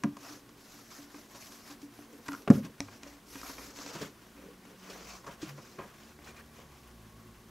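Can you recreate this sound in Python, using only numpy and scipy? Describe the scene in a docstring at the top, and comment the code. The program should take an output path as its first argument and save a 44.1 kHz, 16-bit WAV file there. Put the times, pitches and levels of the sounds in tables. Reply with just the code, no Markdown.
"""First a kitten's paw knocks and lands on a carpeted tower, close to a hand-held camera's microphone.
It bats at a cord and turns round in the cubby: struck boards ring as dying sines, the hollow cubby booms,
and fur, claws and cord rustle on the carpet as grainy bands of noise.
Behind lie the hiss and hum of a quiet room, soft low swells and, far outside, a vehicle slowing down."""
import sys
import numpy as np
from scipy import signal
from scipy.io import wavfile
from scipy.ndimage import uniform_filter1d

SR = 44100
rng = np.random.default_rng(int(sys.argv[2]) if len(sys.argv) > 2 else 0)


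def output_pcm(signal):
    """Save a mono or channel-first signal as 16-bit PCM at the path in sys.argv[1].

    Samples are clipped to [-1, 1] before scaling.
    """
    pcm = np.clip(np.atleast_2d(signal).T, -1, 1) * 32767
    wavfile.write(sys.argv[1], SR, np.round(pcm).astype(np.int16))


N = 330750


def gain_of(db):
    """Decibels to an amplitude factor."""
    return 10 ** (np.asarray(db) / 20)


def evened(x):
    """Scales to rms 1."""
    return x / np.sqrt(np.mean(x ** 2) + 1e-20)


def peaked(x):
    """Scales to peak 1."""
    return x / abs(x).max()


def read(points, hz):
    """Reads a table on a log-frequency axis."""
    f, value = np.transpose(points)
    return np.interp(np.log(hz + 1), np.log(f + 1), value)


def add(mix, start_s, sound):
    """Mixes a sound in at its start time, cut at the end of the mix."""
    part = mix[:, round(start_s * SR):][:, :sound.shape[1]]
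    part += sound[:, :part.shape[1]]


def panned(x, db):
    """One source heard a little louder on one side; positive leans left."""
    return np.array([x * gain_of(db / 2), x * gain_of(-db / 2)])


def narrow(hz, width_hz):
    """Noise squeezed by a one-pole resonance into a narrow band: a wavering tone."""
    pole = np.exp(-np.pi * width_hz / SR)
    noise = rng.standard_normal(N) + 1j * rng.standard_normal(N)
    slow = signal.lfilter([1], [1, -2 * pole, pole * pole], noise)
    return evened((slow * np.exp(2j * np.pi * hz * np.arange(N) / SR)).real)


# how alike left and right hear the direct noise: (frequency [Hz], likeness [0-1])
LEFT_RIGHT_LIKENESS = [(30, 1), (250, 0.99), (450, 0.91), (800, 0.72), (2400, 0.59), (5000, 0.79),
                       (8000, 0.78), (11000, 0.75)]


def pair(shape, patchy_db, size):
    """Two partly alike channels of noise with a given spectrum and drifting patches."""
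    frames, hz = 4 * N // size + 5, np.fft.rfftfreq(size, 1 / SR)
    a, b, c, d, patches = rng.standard_normal((frames, len(hz), 5)).T
    patches = uniform_filter1d(patches, size=size // 64, axis=0)  # smooth over frequency
    patches = evened(uniform_filter1d(patches, size=10, axis=1))  # then over time
    same = read(LEFT_RIGHT_LIKENESS, hz)[:, None]
    left = a + 1j * b
    right = same * left + np.sqrt(1 - same ** 2) * (c + 1j * d)
    spectra = np.array([left, right]) * gain_of(read(shape, hz)[:, None] + patchy_db * patches)
    return evened(signal.istft(spectra, nperseg=size, noverlap=3 * size // 4)[1][:, :N])


# spectrum of room and microphone hiss: (frequency [Hz], relative level [dB])
AIR_SPECTRUM = [(12, -57), (20, -1.5), (48, -15.5), (187, -11.5), (222, -5), (310, -17), (357, -5.5),
                (399, -13), (499, -18), (1060, -20), (1290, -35), (1400, -20.5), (2600, -28), (4060, -27.5),
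                (16000, -35.5)]


def air():
    """Room air and microphone hiss: nearly even noise with a low-heavy spectrum."""
    return gain_of(-58) * pair(AIR_SPECTRUM, patchy_db=0.3, size=2048)


# appliances: (frequency [Hz], level before the move [dB], waver width [Hz], steady share [0-1],
# level change behind the tower [dB])
APPLIANCE_TONES = [(28.6, -83, 3, .6, 2), (59, -78, 2.7, 0.5, 12), (116.5, -71, 4.1, 0.3, -1.5),
                   (228.4, -68, 3.7, 0.52, 0), (1108, -75, 105, 0.03, 5)]


def hum():
    """Motors elsewhere in the house: faint tones, partly wavering; levels shift as the camera moves."""
    t, out = np.arange(N) / SR, np.zeros(N)
    behind = np.clip(t - 4.0, 0, 1)  # the move takes 4 s to 5 s
    for hz, db, waver_hz, steady_share, change_db in APPLIANCE_TONES:
        steady = np.sqrt(2 * steady_share) * np.sin(2 * np.pi * (hz * t + rng.random()))
        wavering = np.sqrt(1 - steady_share) * narrow(hz, waver_hz)
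        out += gain_of(db + change_db * behind) * (steady + wavering)
    return out


# far vehicle: (time [s], firing rate [Hz], level before the orders [dB])
VEHICLE_SPEED = [(5.7, 74, -73), (6.101, 74.64, -60), (6.55, 75.73, -59.5), (6.68, 73.14, -57.5),
                 (6.8, 64.6, -61.5), (7.0, 54.8, -53.5), (7.15, 53.8, -56), (7.5, 53.6, -56.5)]
# its harmonics: (multiple of the firing rate, relative level [dB])
FIRING_ORDERS = [(1, -5), (2, -8), (3, -11), (4, -15.5)]


def engine():
    """Low firing orders far outside glide with the engine speed; each flutters in level."""
    s, hz, db = np.transpose(VEHICLE_SPEED)
    t = np.arange(N) / SR
    firings = np.cumsum(np.interp(t, s, hz)) / SR
    orders = np.zeros(N)
    for multiple, order_db in FIRING_ORDERS:
        flutter = gain_of(order_db + 4.0 + 2.0 * narrow(0, 4.0))
        orders += flutter * np.cos(2 * np.pi * multiple * firings)
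    return gain_of(np.interp(t, s, db, left=-100)) * orders


# low notes, most after a step: (start [s], length [s], frequency [Hz], level [dB])
LOW_SWELLS = [(2.585, 0.099, 160, -45), (2.793, 0.17, 103, -59), (3.0, 0.92, 57, -64.5),
              (4.05, 0.5, 59.6, -66), (4.3, 1, 185.5, -63), (4.895, 0.38, 55.3, -62.5),
              (5.468, 0.139, 142, -52.5), (5.497, 0.56, 361.3, -66.5), (7.102, 0.45, 227, -64.5),
              (7.218, 0.93, 359, -62)]


def swells():
    """Soft low notes that rise, waver and fade: a sine mixed with narrow noise."""
    t, out = np.arange(N) / SR, np.zeros(N)
    for start, length, hz, db in LOW_SWELLS:
        shape = np.sin(np.pi * np.clip((t - start) / length, 0, 1)) ** 0.29
        steady = np.sqrt(2) * np.sin(2 * np.pi * hz * t + 2 * np.pi * rng.random())
        out += gain_of(db) * shape * (0.96 * steady + 0.67 * narrow(hz, 12.0))
    return out


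# how long the room rings: (frequency [Hz], t60 [s])
ROOM_DECAY = [(100, 0.39), (300, 0.21), (1000, 0.23), (4000, 0.17), (12000, 0.06)]
# echoes come from all round: (frequency [Hz], left-right likeness [0-1])
ECHO_LIKENESS = [(60, 1), (200, 1), (400, 0.77), (800, 0.66), (3000, 0.55), (10000, 0.79)]


def room(x):
    """The room's echo: sparse taps of random sign, each band dying at its own speed."""
    taps = np.zeros((2, SR // 2))
    slots = np.arange(200, SR // 2 - 20, 20)  # one tap in every 20 samples
    at = slots + rng.integers(0, 20, (2, len(slots)))
    np.put_along_axis(taps, at, rng.choice([-1., 1.], at.shape), 1)
    hz, t, z = signal.stft(taps, SR, nperseg=512)
    same = read(ECHO_LIKENESS, hz)[:, None]
    z[1] = same * z[0] + np.sqrt(1 - same ** 2) * z[1]
    decay = gain_of(-60 * t / read(ROOM_DECAY, hz)[:, None])
    tail = signal.istft(z * decay, SR, nperseg=512)[1]
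    return signal.fftconvolve(x[None], tail / np.linalg.norm(tail[0]), axes=1)[:, :N]


# strokes on the carpet, before grain: (start [s], length [s], scuff level [dB],
# fibre hiss over the scuff [dB], weight over the scuff, before the boards [dB])
CARPET_STROKES = [(0.154, .28, -53, -1.5, -1.5), (0.258, 0.11, -58.5, -3, 6.5),
                  (0.534, 0.39, -59.5, 1, -3.5), (0.829, 0.27, -55, -0.5, -7.5),
                  (1.067, 0.22, -57.5, -1.5, -3), (1.235, 0.47, -56, 1, -9), (1.614, .16, -53.5, -3.5, -10),
                  (1.786, 0.092, -63, -1, 3), (1.89, 0.19, -62, -2, 1), (2.062, 0.16, -61, -6, 7.5),
                  (2.195, 0.28, -56, -2.5, 2), (2.486, 0.14, -53, -3.5, 12.5), (2.606, 0.089, -55, -11, 8),
                  (2.79, 0.1, -58.5, -2.5, -4), (2.852, 0.16, -58.5, -2, -3), (2.972, 0.25, -57, -4.5, -2),
                  (3.235, 0.21, -59, 2.5, 2), (3.358, 0.26, -50.5, -0.5, -3), (3.52, 0.24, -51, -1, 1),
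                  (3.706, 0.31, -49.5, 1, 4), (3.884, 0.25, -46.5, -7, 3.5), (4.095, 0.29, -64.5, -7, 4),
                  (4.286, 0.29, -60, -12, 13.5), (4.6, 0.17, -57.5, -9, 4), (4.741, 0.38, -52.5, -5, 3.5),
                  (4.967, 0.28, -52, -1, -3), (5.204, 0.18, -54, -8, 1), (5.37, 0.19, -50.5, -7.5, -2),
                  (5.494, 0.35, -59.5, -1.5, 4.5), (5.736, 0.26, -57.5, -8.5, -1),
                  (5.917, 0.24, -59, -3.5, 4.5), (6.201, 0.16, -54.5, -9, -5), (6.323, 0.13, -56, -16, -1),
                  (6.51, 0.17, -58, -7, -2), (6.63, .24, -63.5, -5.5, 0), (6.793, 0.14, -67, -18, 1),
                  (7.099, .2, -74, -13, 16)]
# fur brushing between strokes: (hiss [dB], scuff [dB], fine top [dB], boom before the boards [dB])
RESTING_LEVELS = (-73, -64.5, -69.5, -67.5)
# the top octave against the hiss of the strokes: (time [s], level [dB])
FINE_TOP_LEVEL = [(0, -3), (1.2, -1.5), (2.2, 3), (2.7, 5), (2.8, -18), (3.15, -8), (3.3, 4.5), (3.65, -2),
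                  (3.85, -11), (4.9, -14), (7.5, -16)]
STROKE_PEAK, STROKE_POINT = 0.49, 1.23  # where a stroke peaks (share of its length), how pointed it is
BOOM_LAG_S = 0.024  # the weight follows the touch of the fur


def strokes(t):
    """Every stroke swells and fades alike; gives the strength of hiss, scuff, fine top and boom."""
    start, length, scuff_db, hiss_db, boom_db = np.transpose(CARPET_STROKES)[:, :, None]
    progress = np.clip((t - start) / length, 0, 1) ** (np.log(.5) / np.log(STROKE_PEAK))
    power = abs(np.sin(np.pi * progress)) ** (2 * STROKE_POINT) * gain_of(2 * scuff_db)
    hiss = (power * gain_of(2 * hiss_db)).sum(0)
    boom = np.interp(t - BOOM_LAG_S, t, (power * gain_of(2 * boom_db)).sum(0))
    top = hiss * gain_of(2 * np.interp(t, *np.transpose(FINE_TOP_LEVEL)))
    resting_power = gain_of(RESTING_LEVELS)[:, None] ** 2
    return np.sqrt(np.array([hiss, power.sum(0), top, boom]) + resting_power)


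# spectra of fibre hiss, scuff, fine top and boom: (frequency [Hz], relative level [dB])
FIBRE_SPECTRUM = [(2500, -38), (3600, -3.5), (4600, 1), (5700, 3.5), (6700, 1), (8000, -6.5), (9500, -39),
                  (12000, -35)]
SCUFF_SPECTRUM = [(400, -23.5), (650, -3), (850, -7), (1120, -3), (1500, -5.5), (2300, -8.5), (3200, -10.5),
                  (4500, -23)]
TOP_SPECTRUM = [(7000, -16), (8800, -8), (10200, -5), (12000, -1.5), (13700, -5.5), (15000, -38),
                (16000, -1)]
BOOM_SPECTRUM = [(90, -79), (150, 4), (220, -9), (300, -10), (400, 1), (520, 2.5), (750, -42)]
# the cubby's note against the boom, less behind the tower: (time [s], level [dB])
CUBBY_LEAD = [(0, 9.5), (3.6, 1.5), (4.1, -4.5), (7.5, -6.5)]
CUBBY_HZ, CUBBY_WIDTH_HZ = 285, 24
BOOM_COUPLING_DB = -7.5  # how much of the weight of a stroke reaches the boards


def rubbing():
    """Fibres slip in clumps: one grainy gate shakes hiss, top and scuff; the cubby's air answers."""
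    t, coarse = np.arange(N) / SR, np.arange(0, N + 200, 200) / SR
    hiss, scuff, top, low = (np.interp(t, coarse, strength) for strength in strokes(coarse))
    slips = rng.random(N) < 220 / SR  # about 220 slips a second
    slips = slips * gain_of(6.4 * np.minimum(rng.exponential(1, N), 3))
    slip_decay = np.exp(-np.arange(2000) / SR / 0.0082)
    grain = evened(0.38 + evened(signal.oaconvolve(slips, slip_decay)[:N]))
    cubby_note = gain_of(np.interp(t, *np.transpose(CUBBY_LEAD))) * narrow(CUBBY_HZ, CUBBY_WIDTH_HZ)
    boom = pair(BOOM_SPECTRUM, patchy_db=3.5, size=1024) + cubby_note
    fibres = hiss * pair(FIBRE_SPECTRUM, patchy_db=2.0, size=256) * grain ** 0.38
    fibres += top * pair(TOP_SPECTRUM, patchy_db=2.5, size=256) * grain ** 0.19
    fibres += scuff * pair(SCUFF_SPECTRUM, patchy_db=2.0, size=512) * grain ** 0.45
    return fibres * panned(np.ones(1), 1) + low * gain_of(BOOM_COUPLING_DB) * boom


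# claws plucking loops of carpet: (time [s], peak level [dB], frequency [Hz], t60 [s])
CARPET_PLUCKS = [(2.2858, -39, 1470, .02), (2.318, -39, 1430, .022), (2.333, -36, 1370, 0.015),
                 (2.338, -36, 1300, 0.012), (2.3487, -35.5, 1420, 0.016), (2.476, -29, 1150, 0.011),
                 (3.432, -38, 1270, 0.015), (3.582, -43.5, 2250, .015), (5.279, -38, 1110, 0.022)]


def plucks(mix):
    """A loop of yarn snaps back from a claw: one short, dying note each."""
    t = np.arange(2000) / SR
    for s, db, hz, t60 in CARPET_PLUCKS:
        envelope = (1 - np.exp(-t / 0.00077)) * gain_of(-60 * t / t60)
        note = peaked(np.sin(2 * np.pi * hz * t) * envelope)
        add(mix, s, gain_of(db) * note * np.ones((2, 1)))


def ring(modes, t, lean_db):
    """Dying sines of a struck body; lean_db favours the modes that the blow reaches best."""
    hz, db, t60 = np.transpose(modes)[:, :, None]
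    return (gain_of(db + lean_db - 60 * t / t60) * np.sin(2 * np.pi * hz * t)).sum(0)


# deep modes of the boards: (frequency [Hz], relative level [dB], t60 [s])
BOARD_MODES = [(100.4, -20, 0.3), (153, 3.5, 0.087), (202.3, -6, 0.24), (216.3, -4, 0.21), (279, -7, 0.19),
               (369, -14, 0.19)]


def blow(t, board_db, note_db, note_hz, note_t60):
    """The soft weight of a paw drives the boards and one hollow note."""
    swell = 1 - np.exp(-t / 0.0047)  # the pad of the paw flattens first
    note = peaked(swell * gain_of(-60 * t / note_t60) * np.sin(2 * np.pi * note_hz * t))
    sides_db = 0.46 * rng.uniform(-1.1, 1, (len(BOARD_MODES), 1))  # each mode beams its own way
    both_sides = np.array([ring(BOARD_MODES, t, sides_db), ring(BOARD_MODES, t, -sides_db)])
    return gain_of(board_db) * peaked(swell * both_sides) + gain_of(note_db) * panned(note, 0.77)


# heavy landings and the bounces of the tower on the floor: (time [s], board level [dB],
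# thud level [dB], thud pitch [Hz], thud t60 [s])
LANDINGS = [(0.0417, -25.5, -23.5, 226, 0.092), (2.476, -45, -41, 390, .047),
            (2.482, -36, -31.5, 393, 0.056), (2.501, -14.5, -4.5, 215, 0.052),
            (2.509, -45, -4.5, 234, 0.031), (2.532, -48, -38, 243, 0.076), (2.554, -49, -30, 220, .052),
            (2.578, -35, -27.5, 237, 0.035), (2.597, -39, -42, 231, 0.066), (2.646, -37.5, -42, 251, 0.12),
            (3.951, -39.5, -41, 336, 0.097), (4.013, -36, -37, 433, 0.086), (5.279, -45.5, -55, 268, .08),
            (5.4286, -40.5, -31.5, 316, 0.058), (5.784, -43, -42, 364, .06), (5.808, -49, -54, 390, .05)]


def thuds(mix):
    """Landing weight and the tower's bounces: deep board modes under one dying thud note."""
    for s, *row in LANDINGS:
        add(mix, s, blow(np.arange(SR // 4) / SR, *row))


# bright modes of the frame: (frequency [Hz], relative level [dB], t60 [s])
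FRAME_MODES = [(456, 9, .05), (576, 8.5, 0.038), (692, 3, 0.034), (823, -8, 0.042), (969, -4.5, 0.056),
               (1068, 4, 0.026), (1209, 1.5, 0.018), (1396, -5.5, 0.039), (1584, -0.5, 0.026),
               (1890, 1, 0.014), (2170, -3, .018), (2400, -1, 0.028), (3040, -25, 0.0116),
               (3560, -20, 0.013), (4300, -4, 0.012)]
# the cubby's note shifts as the kitten does: (time [s], frequency [Hz], t60 [s])
HOLLOW_NOTE = [(0, 290, 0.31), (2.4, 285.7, 0.14), (3.5, 268, 0.093), (4.6, 296, .07)]
BOARD_UNDER_DB = -12  # boards under the hollow note
CLAW = signal.butter(3, [2300, 6800], "band", fs=SR, output="sos")  # the bright band of a claw tip
CLAW_EDGE = signal.butter(3, 8000, "high", fs=SR, output="sos")  # the finest edge of the tick


def knock(s, crack_db, colour_hz, scuff_ms, tick_db, weight_db):
    """A sharp touch and a short scuff shake the frame; the weight behind it sounds the cubby."""
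    t = np.arange(SR // 4) / SR
    u = t * 1000 / scuff_ms
    shared, own = rng.standard_normal(len(t)), rng.standard_normal((2, len(t)))
    scuff = (shared + 0.11 * own) * np.exp(-u) * (1 - np.exp(-u / 0.34))  # long scuffs start gently
    scuff[:, 0] = 2.2 / max(scuff_ms, 1)  # short ones start with a sharp contact
    octaves_off = np.log2(np.array(FRAME_MODES)[:, :1] / colour_hz)
    frame = ring(FRAME_MODES, t, -11.0 * octaves_off ** 2)
    crack = peaked(signal.fftconvolve(scuff, frame[None], axes=1)[:, :len(t)])
    tick = peaked(signal.sosfilt(CLAW, scuff))
    tick += gain_of(-19.5) * peaked(signal.sosfilt(CLAW_EDGE, scuff))
    when, hz, t60 = np.transpose(HOLLOW_NOTE)
    note_hz, note_t60 = np.interp(s, when, hz), np.interp(s, when, t60)
    body = blow(t, weight_db + BOARD_UNDER_DB, weight_db, note_hz, note_t60)
    touch = gain_of(crack_db) * crack + gain_of(tick_db) * tick
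    return body + touch * panned(np.ones(1), 0.6)  # paws lean left


# sharp contacts of paw and claw: (time [s], crack level [dB], crack colour [Hz], scuff length [ms],
# claw tick level [dB], weight level [dB])
PAW_KNOCKS = [(.036, -23.5, 980, 1.77, -29, -33), (.0415, -26, 840, 3.6, -64, -50),
              (.168, -35.5, 1083, 2.5, -43, -53), (.246, -44, 1140, 7.5, -50, -66),
              (.490, -49, 1190, 3.7, -51, -57), (.984, -49, 600, 7.3, -52, -49),
              (1.1432, -41.5, 1140, 3.1, -49, -49.5), (1.344, -43.5, 1110, 20, -44.5, -67),
              (1.521, -45, 1310, 2.6, -44, -68), (1.7, -43, 1210, 15, -45, -47),
              (1.817, -62, 1490, 2.3, -45, -61), (1.828, -58, 600, 3.3, -51, -42.5),
              (1.989, -42, 680, 2.5, -57, -50.5), (2.259, -43.5, 1800, 13, -43, -57),
              (2.282, -32.5, 2000, 3.7, -33.5, -60), (2.287, -29, 1300, 1.9, -61, -34),
              (2.319, -39, 1460, 2.4, -41, -40.5), (2.331, -41, 1450, 2, -38, -58),
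              (2.341, -37, 1310, 1.3, -47, -49), (2.349, -41, 1390, 1, -41, -50),
              (2.421, -46, 1500, 1, -43, -62), (2.476, -19, 1030, 3.5, -63, -50),
              (2.482, -22, 600, 1.3, -57, -50), (2.501, -16, 695, 3.4, -30.5, -40),
              (2.507, -18.5, 517, 6.3, -53.5, -35), (2.532, -38, 895, 16, -45, -50),
              (2.578, -39, 600, 8.2, -54, -50), (2.646, -44, 1200, 12, -44, -50),
              (2.8045, -23, 1110, 1.01, -22.5, -35.5), (2.883, -40.5, 1510, 4.4, -63, -65),
              (3.0325, -36, 2170, 1.6, -35.5, -47), (3.061, -41.5, 910, 6.1, -70, -52),
              (3.323, -47.5, 2600, 33, -47, -62), (3.354, -37.5, 1500, 5.2, -41.5, -42),
              (3.376, -47, 2640, 29, -46, -57), (3.415, -38, 1800, 1.2, -36, -59),
              (3.432, -39, 1300, 1.5, -48, -45), (3.494, -39, 1200, 6.8, -44, -42.5),
              (3.581, -40.5, 1600, 4.2, -45, -62), (3.762, -58, 2500, .83, -42, -54),
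              (3.787, -37.5, 1200, 1.9, -38, -45.5), (3.862, -37, 1510, 2.7, -35, -48),
              (3.95, -36.5, 960, 13, -37.5, -54), (4.013, -34.5, 805, 15, -37, -54),
              (4.652, -40.5, 1690, 1.9, -51, -59), (4.896, -41.5, 900, 11, -41, -62),
              (5.240, -42, 990, 10, -60, -56), (5.264, -37, 1110, 12, -44, -66),
              (5.279, -40, 1100, 18, -57, -59), (5.415, -42, 1530, 21, -39, -52),
              (5.577, -42.5, 990, 13, -51, -54.5), (5.784, -33.5, 1160, 16, -70, -55),
              (5.786, -44, 2900, 3.8, -61, -62), (5.807, -39, 1100, 28, -66, -58),
              (6.189, -44, 990, 1.7, -61, -55), (6.24, -53, 3920, 15, -49, -66),
              (6.268, -45, 2600, 27, -46, -65), (6.36, -45.5, 2600, 19, -50.5, -64),
              (6.591, -43.5, 687, 2.5, -60, -66)]


def knocks(mix):
    """Paws and claws strike the tower: each contact cracks, ticks and sounds the hollow cubby."""
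    for row in PAW_KNOCKS:
        add(mix, row[0], knock(*row))


def scene():
    """The quiet house, rubbing, then plucks, thuds and knocks with their echo."""
    paws = np.zeros((2, N))
    plucks(paws)
    thuds(paws)
    knocks(paws)
    house = air() + hum() + engine() + swells()
    echo = gain_of(-16.5) * room(paws.mean(0))
    return house + rubbing() + paws + echo


def record(dry):
    """Close microphone ports hear the top nearly alike; a bass roll-off, then the band limit."""
    mid, side = dry.mean(0), (dry[0] - dry[1]) / 2
    below_top = signal.oaconvolve(side, signal.firwin(255, 11300, fs=SR), "same")
    side = 0.065 * side + 0.63 * below_top
    both = np.array([mid + side, mid - side])
    both = signal.sosfilt(signal.butter(2, 45, "high", fs=SR, output="sos"), both)
    band_limit = signal.firwin(1023, 15750, window=("kaiser", 9), fs=SR)
    return signal.oaconvolve(both, band_limit[None], "same")


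dry = scene()
out = record(dry)
output_pcm(out)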